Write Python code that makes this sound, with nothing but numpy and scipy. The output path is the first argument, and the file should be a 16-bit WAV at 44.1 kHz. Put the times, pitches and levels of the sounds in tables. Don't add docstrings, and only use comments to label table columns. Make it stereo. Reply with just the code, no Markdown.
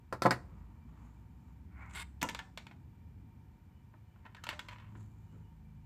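import sys
import numpy as np
from scipy import signal
from scipy.fft import rfft, irfft
from scipy.io import wavfile

SR = 44100
rng = np.random.default_rng(int(sys.argv[2]) if len(sys.argv) > 2 else 0)


def int16_out(signal):
    q = np.round(np.clip(np.atleast_2d(signal).T, -1, 1) * 32767)
    wavfile.write(sys.argv[1], SR, q.astype(np.int16))


N = 258360
TIME = np.arange(N) / SR

# t/s, level/dB, thud/dB, clack/dB, edge/dB, rattle decay/s, contact f/Hz, contact gain/dB
KNOCKS = [(0.126, -24, -12, -10, -18.5, 0.013, 1360, 5.5),
          (0.221, -21, -8.5, -9.5, -10.5, 0.0044, 1320, 4.5),
          (0.253, -14, -5.5, -30, -36.5, 0.0082, 576, 2.5), (0.259, -11.5, -8, -13, -29, 0.01, 1400, 1.5),
          (0.2645, -20, -11, -12, -31.5, 0.0034, 1294, 8.5), (0.3085, -21, -7.5, 1.5, -9, 0.015, 1850, 1.5)]
# f/Hz, level/dB
KNOCK_SPECTRUM = [(60, -35.5), (115, 0.5), (175, -2), (270, 5), (560, -5), (760, -1.5), (1300, -5),
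                  (1950, -9), (2350, -15), (3200, -25.5), (4400, -19), (5000, -21), (6000, -26.5),
                  (7600, -27.5), (13000, -33.5), (16000, -43.5)]
# f/Hz, level/dB, T60/s
TOP_MODES = [(125, -10, .3), (178, -7, .27), (217, -10, .22), (250, -11, .12), (360, -3.5, .13),
             (495, -9, .06), (545, 0, .09), (619, -5, .06), (705, -11.5, .08), (875, -8, .13),
             (988, -8, .14), (1025, -6, .1), (1290, -7, .09), (1330, -3, .07), (1674, -6, .09),
             (1940, -2, .06), (2470, -7, .07), (4480, 5, .018), (5000, 4, .017), (7600, 4, .015)]
# f/Hz, left minus right/dB
KNOCK_BALANCE = [(130, -1), (380, -3), (900, -6), (1400, -5), (2000, -4), (2700, -1), (5000, 1),
                 (14000, -1)]
def knocks():
    return impacts(KNOCKS, KNOCK_SPECTRUM, TOP_MODES, KNOCK_BALANCE,
                   ring_db=8, rattle_db=11, trim_db=[17.4, 13.3, 17.8, 17.7], detune=0)

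# t/s, level/dB
SHAFT_STRIKES = [(.2215, -33), (.2592, -43), (.3087, -26)]
# f/Hz, level/dB, T60/s
SHAFT_MODES = [(3750, -11, .03), (4450, -11, .035), (5030, 0, .021), (5950, -16, .05), (7400, -16, .07),
               (8150, -14, .04)]
def shaft_ring(left_lag_s=.00003):
    return np.array([sum(damped_mode(s + lag, hz, db + level, t60)
                         for s, db in SHAFT_STRIKES for hz, level, t60 in SHAFT_MODES)
                     for lag in (left_lag_s, 0)])

# f/Hz, level/dB
SKID_SPECTRUM = [(300, -15.5), (600, -1), (1000, 2), (1700, 4.5), (2100, -4.5), (2700, -14), (3600, -9),
                 (5000, -13), (5700, -16.5), (7500, -14.5), (9000, -19), (13000, -20), (15000, -31.5)]
# f/Hz, width/Hz, gain/dB
SKID_PEAKS = [(3480, 220, 11), (4400, 220, 11), (5030, 150, 8)]
def tool_skid():
    friction = coloured(slips(2500, 1.5), SKID_SPECTRUM, 0.13, SKID_PEAKS)
    return friction * amp(-39.5) * window(0.228, 0.27, 0.0015, 0.0036)

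# t/s, level/dB, thud/dB, hardness/dB, rattle decay/s, contact f/Hz, contact gain/dB
TAPS = [(2.2147, -55.5, -20, 9, 0.0039, 2500, 0), (2.2177, -42, -13, 4, .003, 3710, -1),
        (2.221, -41.5, 3.5, -23, 0.0024, 1080, 13), (2.228, -26.5, -7, -9, 0.0022, 2160, 2),
        (2.2885, -35.5, -3, 0.5, 0.0054, 3430, -2), (2.296, -48, -5, 2, .002, 3430, -8),
        (2.348, -36, -24, 0, 0.0026, 1430, 5), (2.391, -37.5, -32, -1, 0.0029, 1800, 9),
        (2.399, -43.5, -36, -6.5, 0.004, 1900, 3), (2.575, -40, -18, 0.5, 0.0049, 2500, 0),
        (2.668, -48, -7, -1, 0.0033, 2410, 10.5), (2.712, -48, -4, -8, 0.0089, 815, 9),
        (3.939, -49, -5, -37, 0.0036, 950, 1), (4.16, -51.5, -17.5, -30.5, 0.0095, 1030, 9),
        (4.253, -45, -13, -11.5, 0.0081, 1870, 10), (4.263, -46, -32, -10, 0.0051, 1420, 7),
        (4.348, -48.5, -27, -2, 0.0046, 1380, -4), (4.367, -53, -38, -3, 0.0067, 1810, 11),
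        (4.438, -42.5, -27, 0, 0.0034, 1420, 5), (4.468, -38.5, -12, -2, 0.0034, 584, 20),
        (4.49, -33.5, -15.5, 0, 0.0043, 2320, 1), (4.4995, -45.5, -17, 2, 0.0036, 2790, 3),
        (4.507, -48, -29, 0.5, 0.0024, 1600, -6), (4.529, -38.5, -17, -7, 0.0062, 593, 18.5),
        (4.593, -39.5, -20, 0.5, 0.0058, 2180, 3), (4.686, -45, -21, -0.5, 0.0029, 3250, 6),
        (4.691, -47, -17, -2, 0.0023, 2100, 10), (4.697, -55, -20, -0.5, 0.002, 1590, 6),
        (4.711, -51, -15, -4, 0.002, 1750, 5), (4.731, -53.5, -18, -0.5, 0.0017, 2630, 4),
        (4.785, -54.5, -15, -3, 0.0025, 2150, 11), (4.8, -50.5, -34, -6, 0.0098, 973, 14),
        (4.953, -51, 2, -13, 0.0061, 1690, 5)]
# f/Hz, level/dB
TAP_SPECTRUM = [(110, -30), (230, 8), (380, -2.5), (590, -9.5), (730, -4.5), (960, 1), (1180, -4),
                (2100, -4.5), (2650, -5), (3400, -5), (5800, -18), (7600, -18.5), (9600, -29), (13300, -29),
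                (16000, -68)]
# f/Hz, level/dB, T60/s
PLUG_MODES = [(236, -19, .12), (330, -17, .12), (598, -5, .1), (790, -9, .06), (915, -7, .08),
              (985, -9, .09), (1330, -8, .08), (1460, -3, .06), (1780, -2, .05), (2030, -3, .035),
              (2230, -1, .03), (2480, -3, .025), (2790, -2, .04), (3080, -3, .025), (3400, -2, .025),
              (3720, -3, .035), (4180, -3, .03), (5250, -6, .025), (7630, 0, .018)]
# f/Hz, left minus right/dB
TAP_BALANCE = [(130, -1), (500, -2), (900, -1.5), (1400, 0), (5000, -1), (14000, -1.5)]
def plug_taps(clack_db=2, clack_per_hardness=0.57, edge_per_hardness=1.92):
    rows = [(s, db, thud, clack_db + clack_per_hardness * hardness, edge_per_hardness * hardness, *rest)
            for s, db, thud, hardness, *rest in TAPS]
    return impacts(rows, TAP_SPECTRUM, PLUG_MODES, TAP_BALANCE,
                   ring_db=2, rattle_db=10.5, trim_db=[13.9, 13.7, 17.36, 17.03], detune=.02)

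# f/Hz, correlation
SCATTER_CORRELATION = [(150, 0.97), (500, 1), (1000, 0.12), (2000, 0.088), (4000, -0.19), (14000, 0.0069)]
def impacts(rows, spectrum, modes, balance, ring_db, rattle_db, trim_db, detune, size=16384):
    t, hz, out = np.arange(size) / SR, np.fft.rfftfreq(size, 1 / SR), np.zeros((2, N))
    lowpasses = [1 / (1 + (hz / corner_hz) ** 8) for corner_hz in (450, 1300, 2900)]
    bands = np.diff([0 * hz, *lowpasses, 1 + 0 * hz], axis=0)
    fade = np.clip((.3 - t) / .1, 0, 1)
    lean = np.array([minimum_phase(side * read(balance, hz) / 2) for side in (1, -1)])
    for s, db, thud, clack, edge, rattle_s, contact_hz, contact_db in rows:
        ring = 0
        for f, level, t60 in modes:
            strength_db = level + 2 * rng.standard_normal()
            mode_hz = f * rng.normal(1, detune)
            phase = rng.normal(0, min(f / 1200, 1.5), (2, 1))
            ring += amp(strength_db - 60 * t / t60) * np.cos(2 * np.pi * mode_hz * t + phase)
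        rattle = rng.standard_normal((2, size)) * np.exp(-t / rattle_s) / np.sqrt(SR / 1000)
        click_and_rattle = 1 + amp(rattle_db) * pair(*rfft(rattle), read(SCATTER_CORRELATION, hz))
        contact = resonances([(contact_hz, .13 * contact_hz, contact_db)], hz)
        blow = click_and_rattle + amp(ring_db) * rfft(unit(ring)) / np.sqrt(size)
        blow *= minimum_phase(read(spectrum, hz) + 20 * np.log10(contact))
        band_energy = bands @ (abs(blow) ** 2).mean(0) / size
        power_gain = amp(np.add([thud, 0, clack, edge], trim_db)) ** 2 / band_energy
        blow *= lean * minimum_phase(10 * np.log10(power_gain @ bands))
        add(out, s, amp(db) * irfft(blow) * fade)
    return out

# t/s, level/dB
SHELL_HITS = [(2.2175, -41), (2.2287, -29.5), (2.296, -43), (2.3482, -54), (2.577, -55), (4.441, -46),
              (4.4905, -43), (4.594, -51.5)]
# f/Hz, level/dB
SNAP_SPECTRUM = [(2500, -38), (5500, 5.5), (7800, 3.5), (10000, -8.5), (13000, -0.5), (15500, -12)]
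def plug_snaps():
    return coloured(white_noise(), SNAP_SPECTRUM, .2) * pulses(SHELL_HITS, rise_s=.00017, fall_s=.0028)

# f/Hz, level/dB, T60/s
LANDING_MODES = [(232, -44, .1), (330, -51, 0.053), (513, -44, 0.054), (783, -41, 0.054), (913, -40, 0.19),
                 (983, -41, 0.12), (1090, -55, 0.044), (1343, -40.5, 0.19), (2000, -27.5, 0.014),
                 (2350, -31.5, .012), (2820, -39.5, 0.11)]
def plug_landing(at_s=2.2285):
    return sum(damped_mode(at_s, *mode) for mode in LANDING_MODES) * amp([[-1.5], [1.5]])

# f/Hz, level/dB
FLOP_SPECTRUM = [(110, -12), (180, 0), (235, 3.5), (290, 1), (350, -8), (430, -4.5), (560, -3.5), (800, -7),
                 (1000, 2), (1600, -42), (8000, -77)]
def coil_flop():
    return coloured(slips(1500, 1.1), FLOP_SPECTRUM, 0.99) * amp(-40) * window(2.228, 2.245, .002, .014)

# f/Hz, level/dB
COIL_SPECTRUM = [(400, -19.5), (700, -7), (1020, 3), (1180, -1.5), (1380, 3.5), (1700, -3.5), (2200, 3),
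                 (2650, -14), (3100, -24), (5500, -38), (7400, -28), (10000, -50), (16000, -44)]
def coil_drag():
    breakaway_db = 9 * window(0, 1.828, 1, 0.015)
    level_db = -59.5 + breakaway_db + 1.05 * drift(50)
    rub = coloured(slips(5000, 0.98), COIL_SPECTRUM, 0.23)
    return rub * amp(level_db) * window(1.8225, 1.945, 0.04, 0.028)

# f/Hz, level/dB
SCRAPE_SPECTRUM = [(400, -15), (580, -22), (900, -4.5), (1200, -8), (1900, -6), (2450, -6), (3100, -8),
                   (3700, -10), (4700, -15), (5600, -23.5), (6300, -21), (6800, -23), (7400, -14),
                   (8800, -14.5), (10000, -19), (12500, -28), (14800, -24), (15800, -48)]
# f/Hz, width/Hz, gain/dB
SCRAPE_PEAKS = [(950, 120, 4), (1450, 80, 9), (2140, 90, 13), (3660, 120, 5), (7550, 200, 6),
                (8030, 220, 5)]
def plug_scrape(chatter_hz=450):
    cycles = np.cumsum(chatter_hz * np.exp(0.46 * drift(180))) / SR
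    chatter = white_noise() * (.16 + np.exp(-(cycles % 1) / .17))
    envelope = amp(-42.8 + .7 * drift(120)) * window(1.951, 2.029, 0.004, 0.002)
    return coloured(chatter, SCRAPE_SPECTRUM, 0.055, SCRAPE_PEAKS) * envelope

# t/s, level/dB
GRAZES = [(1.86, -70), (1.898, -62.5), (1.911, -58.5), (1.927, -69), (1.938, -52)]
# f/Hz, level/dB
GRAZE_SPECTRUM = [(900, -6), (2200, 0), (3600, -4), (5200, -13), (6500, -5), (7500, 1), (8600, -6),
                  (10500, -19), (15000, -28)]
def plug_grazes():
    return coloured(white_noise(), GRAZE_SPECTRUM, 0.14) * pulses(GRAZES, rise_s=.003, fall_s=.005)

# t/s, rise and decay/s, rub level/dB, skin hiss level/dB
BRUSHES = [(.53, 0.29, -68.5, -89), (.99, 0.049, -71.5, -104), (1.07, 0.11, -69.5, -80.5),
           (1.48, 0.084, -73, -86), (5.0, 0.067, -68.5, -75.5), (5.17, .2, -87, -90),
           (5.35, 0.096, -79, -85)]
# f/Hz, level/dB
BRUSH_SPECTRUM = [(300, -13.5), (600, -6.5), (850, 4), (1140, 3.5), (1400, -3.5), (1600, -9), (1900, -8),
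                  (2400, -12), (3200, -20), (6000, -32), (16000, -49)]
# t/s, rise and decay/s, rub level/dB, skin hiss level/dB
WIRE_STROKES = [(4.36, 0.12, -67.5, -92), (4.45, 0.017, -74, -85), (4.514, 0.011, -43, -67),
                (4.66, 0.0066, -64, -83), (4.725, 0.023, -54.5, -72), (4.82, 0.067, -61, -99)]
# f/Hz, level/dB
WIRE_SPECTRUM = [(330, -18), (480, -5), (740, -12), (1020, 9), (1400, 1.5), (1800, 0.5), (2200, -2),
                 (2950, -2), (3600, -15), (5500, -21), (7500, -39), (10000, -47), (16000, -53.5)]
# f/Hz, width/Hz, gain/dB
PLUG_PEAKS = [(590, 80, 12), (991, 80, 7), (1650, 200, 4), (2170, 200, 4), (3150, 250, 3), (4210, 200, 5)]
# f/Hz, level/dB
SHEATH_SPECTRUM = [(700, -22), (1000, -3), (1400, -3), (2000, -2), (2600, -1), (3000, -5), (3500, -19),
                   (8000, -32)]
def fingers():
    brush = coloured(slips(2700, 1.8), BRUSH_SPECTRUM, 0.1)
    rattle = coloured(slips(600, 2.5), WIRE_SPECTRUM, 0.1, PLUG_PEAKS)
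    sheath = coloured(slips(2500, 3.3), SHEATH_SPECTRUM, 0.1)
    sheath *= amp(-69) * window(4.8, 4.875, 0.012, 0.0091)
    return strokes(BRUSHES, brush) + strokes(WIRE_STROKES, rattle) + sheath

# f/Hz, level/dB
SKIN_SPECTRUM = [(2000, -14.5), (4000, -7.5), (5700, -14), (6600, -1), (7600, 0.5), (8200, -12.5),
                 (9600, -11), (16000, -24)]
def strokes(rows, rub):
    times, fades, rub_db, hiss_db = np.transpose(rows)
    touch = np.array([window(s, s, fade, fade) for s, fade in zip(times, fades)]) * amp(drift(35))
    skin = coloured(slips(4000, 2.4), SKIN_SPECTRUM, 0.1)
    return rub * (amp(rub_db) @ touch) + skin * (amp(hiss_db) @ touch)

# t/s, rise and decay/s, f/Hz, glide/(octaves per s), level/dB
SQUEAKS = [(4.261, 0.01, 1886, -2, -59), (4.385, 0.013, 1603, -6, -57.5), (4.456, 0.0077, 1394, -4.5, -53)]
def cable_squeaks(width_hz=240):
    out = np.zeros((2, N))
    rasp = np.array([drift(width_hz) + 1j * drift(width_hz) for _ in range(2)])
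    for s, fade_s, hz, glide, db in SQUEAKS:
        cycles = np.cumsum(hz * 2 ** (glide * np.clip(TIME - s, -.1, .1))) / SR
        out += amp(db) * window(s, s, fade_s, fade_s) * (rasp * np.exp(2j * np.pi * cycles)).real
    return out

# t/s, level/dB
BUMPS = [(0.521, -57.5), (4.954, -54), (5.34, -53.5)]
# f/Hz, level/dB
BUMP_SPECTRUM = [(90, -13), (170, 7), (280, -11), (420, -10.5), (700, -30.5), (1400, -24.5), (3000, -48),
                 (8000, -71)]
def hand_bumps():
    return coloured(white_noise(), BUMP_SPECTRUM, 1.0) * pulses(BUMPS, rise_s=0.015, fall_s=0.055)

# f/Hz, T60/s
ROOM_T60 = [(100, 0.42), (300, 0.47), (1000, 0.35), (3000, 0.22), (8000, 0.43), (15000, 0.14)]
def in_room(direct, early_db, early_s, tail_db, dull_hz, size=22050):
    t, hz = np.arange(size) / SR, np.fft.rfftfreq(size, 1 / SR)
    early = rng.standard_normal((2, size)) * (rng.random((2, size)) < 1500 / SR)
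    early *= (t > .002) * np.exp(-t / early_s)
    band_hz, frame_s, noise = signal.stft(rng.standard_normal((2, size)), SR, nperseg=256)
    decay = amp(-60 * frame_s / read(ROOM_T60, band_hz)[:, None])
    tail = signal.istft(noise * decay, SR, nperseg=256)[1][:, :size] * (1 - np.exp(-t / 0.01))
    response = (amp(early_db) * unit(early) + amp(tail_db) * unit(tail)) / np.sqrt(size)
    treble_loss = 1 / np.sqrt(1 + (hz / dull_hz) ** 2)
    response = irfft(pair(*rfft(response), read(SCATTER_CORRELATION, hz)) * treble_loss, size)
    return direct + signal.fftconvolve(direct, response * (t < .45), axes=1)[:, :N]

# t/s, f/Hz, level/dB
WHISTLES = [(3.77, 2970, -82), (4.11, 2960, -84.5), (5.32, 2940, -80.5), (5.469, 2940, -81.5)]
def whistles(half_length_s=.05, waver=.022):
    warped_time = np.cumsum(1 + waver * drift(90)) / SR
    return sum(amp(db) * np.exp(-((TIME - s) / half_length_s) ** 2)
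               * np.sin(2 * np.pi * hz * warped_time) for s, hz, db in WHISTLES)

# order, level/dB
PASSING_ORDERS = [(3, 2.5), (4, -11.5), (8, -6.5), (12, -15)]
# order, level/dB
IDLE_ORDERS = [(2, -4.5), (3, -2), (4, -4.5), (5, -8), (6, -10), (8, -13.5)]
def traffic(passing, idling, low_hz=18.2, top_hz=22.1, climb_hz_per_s=2.9, idle_hz=26.43):
    rate_hz = np.clip(low_hz + climb_hz_per_s * (TIME - 0.62), low_hz, top_hz)
    climb = engine(rate_hz, PASSING_ORDERS, waver=0.0086, flutter_db=2.0) * amp(-54) * passing
    idle = engine(idle_hz, IDLE_ORDERS, waver=0.0077, flutter_db=4.5) * amp(-60.5 + 10 * idling)
    return climb + idle

def engine(rate_hz, orders, waver, flutter_db):
    turns = np.cumsum(rate_hz * (1 + waver * drift(4.5))) / SR
    return unit(sum(amp(db + flutter_db * drift(1.9)) * np.sin(2 * np.pi * (k * turns + rng.random()))
                    for k, db in orders))

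# f/Hz, level/dB
AIR_SPECTRUM = [(18, -35), (40, -14.5), (58, -2.5), (95, -1), (135, -9), (200, -8.5), (300, -16),
                (420, -26), (620, -33.5), (1000, -32.5), (1900, -37.5), (4000, -47), (9500, -53),
                (12000, -54), (14300, -60.5), (16000, -73.5)]
# f/Hz, correlation
AIR_CORRELATION = [(50, 0.98), (150, 1), (400, 0.17), (1000, 0.075), (3000, 0.073), (14000, 0.062)]
# f/Hz, width/Hz, gain/dB
AIR_PEAKS = [(746, 34, 8.3), (919, 87, 13.5), (1820, 150, 3), (2352, 89, 11), (2970, 200, 3),
             (7340, 610, 3.7)]
def room_air(passing, idling):
    hz = np.fft.rfftfreq(N, 1 / SR)
    noise = amp(-56) * coloured(white_noise(), AIR_SPECTRUM, read(AIR_CORRELATION, hz))
    spectrum = rfft(noise) * resonances(AIR_PEAKS, hz)
    rumble = irfft(spectrum / (1 + (hz / 450) ** 4), N)
    swell_db = -3.5 + 4.5 * passing + 3 * idling + 1.93 * drift(1.2)
    return irfft(spectrum, N) + rumble * (amp(swell_db) - 1)

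# f/Hz, level/dB
HISS_SPECTRUM = [(12000, -50), (12900, -20), (13200, -4), (13450, -4), (13620, 2), (13800, -3), (14100, -4),
                 (14400, -11), (14800, -40)]
def hiss():
    return amp(-89.5) * coloured(white_noise(), HISS_SPECTRUM, .5)

def background():
    passing = window(1.2, 2.3, rise_s=1.0, fall_s=0.49)
    idling = window(4.96, 5.7, rise_s=0.41, fall_s=0.41)
    return (room_air(passing, idling) + traffic(passing, idling)) * amp([[-.8], [.8]])

def amp(db):
    return 10 ** (np.asarray(db) / 20)

def unit(x):
    return x / np.sqrt(np.mean(x ** 2) + 1e-20)

def read(points, hz):
    f, value = np.transpose(points)
    return np.interp(np.log(hz + 1), np.log(f + 1), value)

def add(mix, s, sound):
    part = mix[:, max(round(s * SR), 0):][:, :sound.shape[1]]
    part += sound[:, :part.shape[1]]

def window(start, end, rise_s, fall_s):
    return np.exp(-np.maximum(start - TIME, 0) / rise_s - np.maximum(TIME - end, 0) / fall_s)

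def pulses(rows, rise_s, fall_s):
    return sum(amp(db) * window(s, s, rise_s, fall_s) for s, db in rows)

def damped_mode(s, hz, db, t60):
    t = np.maximum(TIME - s, 0)
    return amp(db - 60 * t / t60) * np.sin(2 * np.pi * hz * t)

def white_noise():
    return rng.standard_normal((2, N))

def slips(per_s, spread_db):
    sizes = amp(spread_db * np.minimum(rng.exponential(1, N), 4))
    return white_noise() * sizes * (rng.random(N) < per_s / SR)

def drift(rate_hz):
    hz = np.fft.rfftfreq(N, 1 / SR)
    return unit(irfft(rfft(rng.standard_normal(N)) * np.exp(-(hz / rate_hz) ** 2), N))

def resonances(peaks, hz):
    return amp(sum(db / (1 + (2 * (hz - f) / width) ** 2) for f, width, db in peaks))

def minimum_phase(gain_db):
    log_gain = np.log(amp(np.maximum(gain_db, -100)))
    mirrored = np.concatenate([log_gain, log_gain[-2:0:-1]])
    return np.exp(np.conj(signal.hilbert(mirrored)))[:len(log_gain)]

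def pair(a, b, correlation):
    c = np.clip(correlation, -1, 1)
    return np.array([a, c * a + np.sqrt(1 - c ** 2) * b])

def coloured(drive, spectrum, correlation, peaks=()):
    hz = np.fft.rfftfreq(N, 1 / SR)
    response = minimum_phase(read(spectrum, hz) + 20 * np.log10(resonances(peaks, hz)))
    return unit(irfft(pair(*rfft(drive), correlation) * response, N))

# t/s, left minus right/dB
CABLE_BALANCE = [(2.7, -.7), (4.2, 2)]
def scene():
    pan = amp(np.interp(TIME, *np.transpose(CABLE_BALANCE)) * [[.5], [-.5]])
    near = knocks() + tool_skid()
    far = (plug_taps() + plug_snaps() + coil_flop() + fingers() + cable_squeaks()) * pan + hand_bumps()
    slide = coil_drag() + plug_scrape() + plug_grazes()
    near = in_room(near, early_db=-10, early_s=0.021, tail_db=-19.5, dull_hz=14000)
    far = in_room(far, early_db=-6.5, early_s=0.015, tail_db=-10.5, dull_hz=7500)
    slide = in_room(slide, early_db=-8, early_s=0.011, tail_db=-16, dull_hz=4500)
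    return near + shaft_ring() + far + plug_landing() + slide + whistles() + hiss() + background()

def record(dry):
    lowpass = signal.firwin(511, 15900, window=("kaiser", 9), fs=SR)
    return signal.oaconvolve(dry, lowpass[None], "same")

dry = scene()
out = record(dry)
int16_out(out)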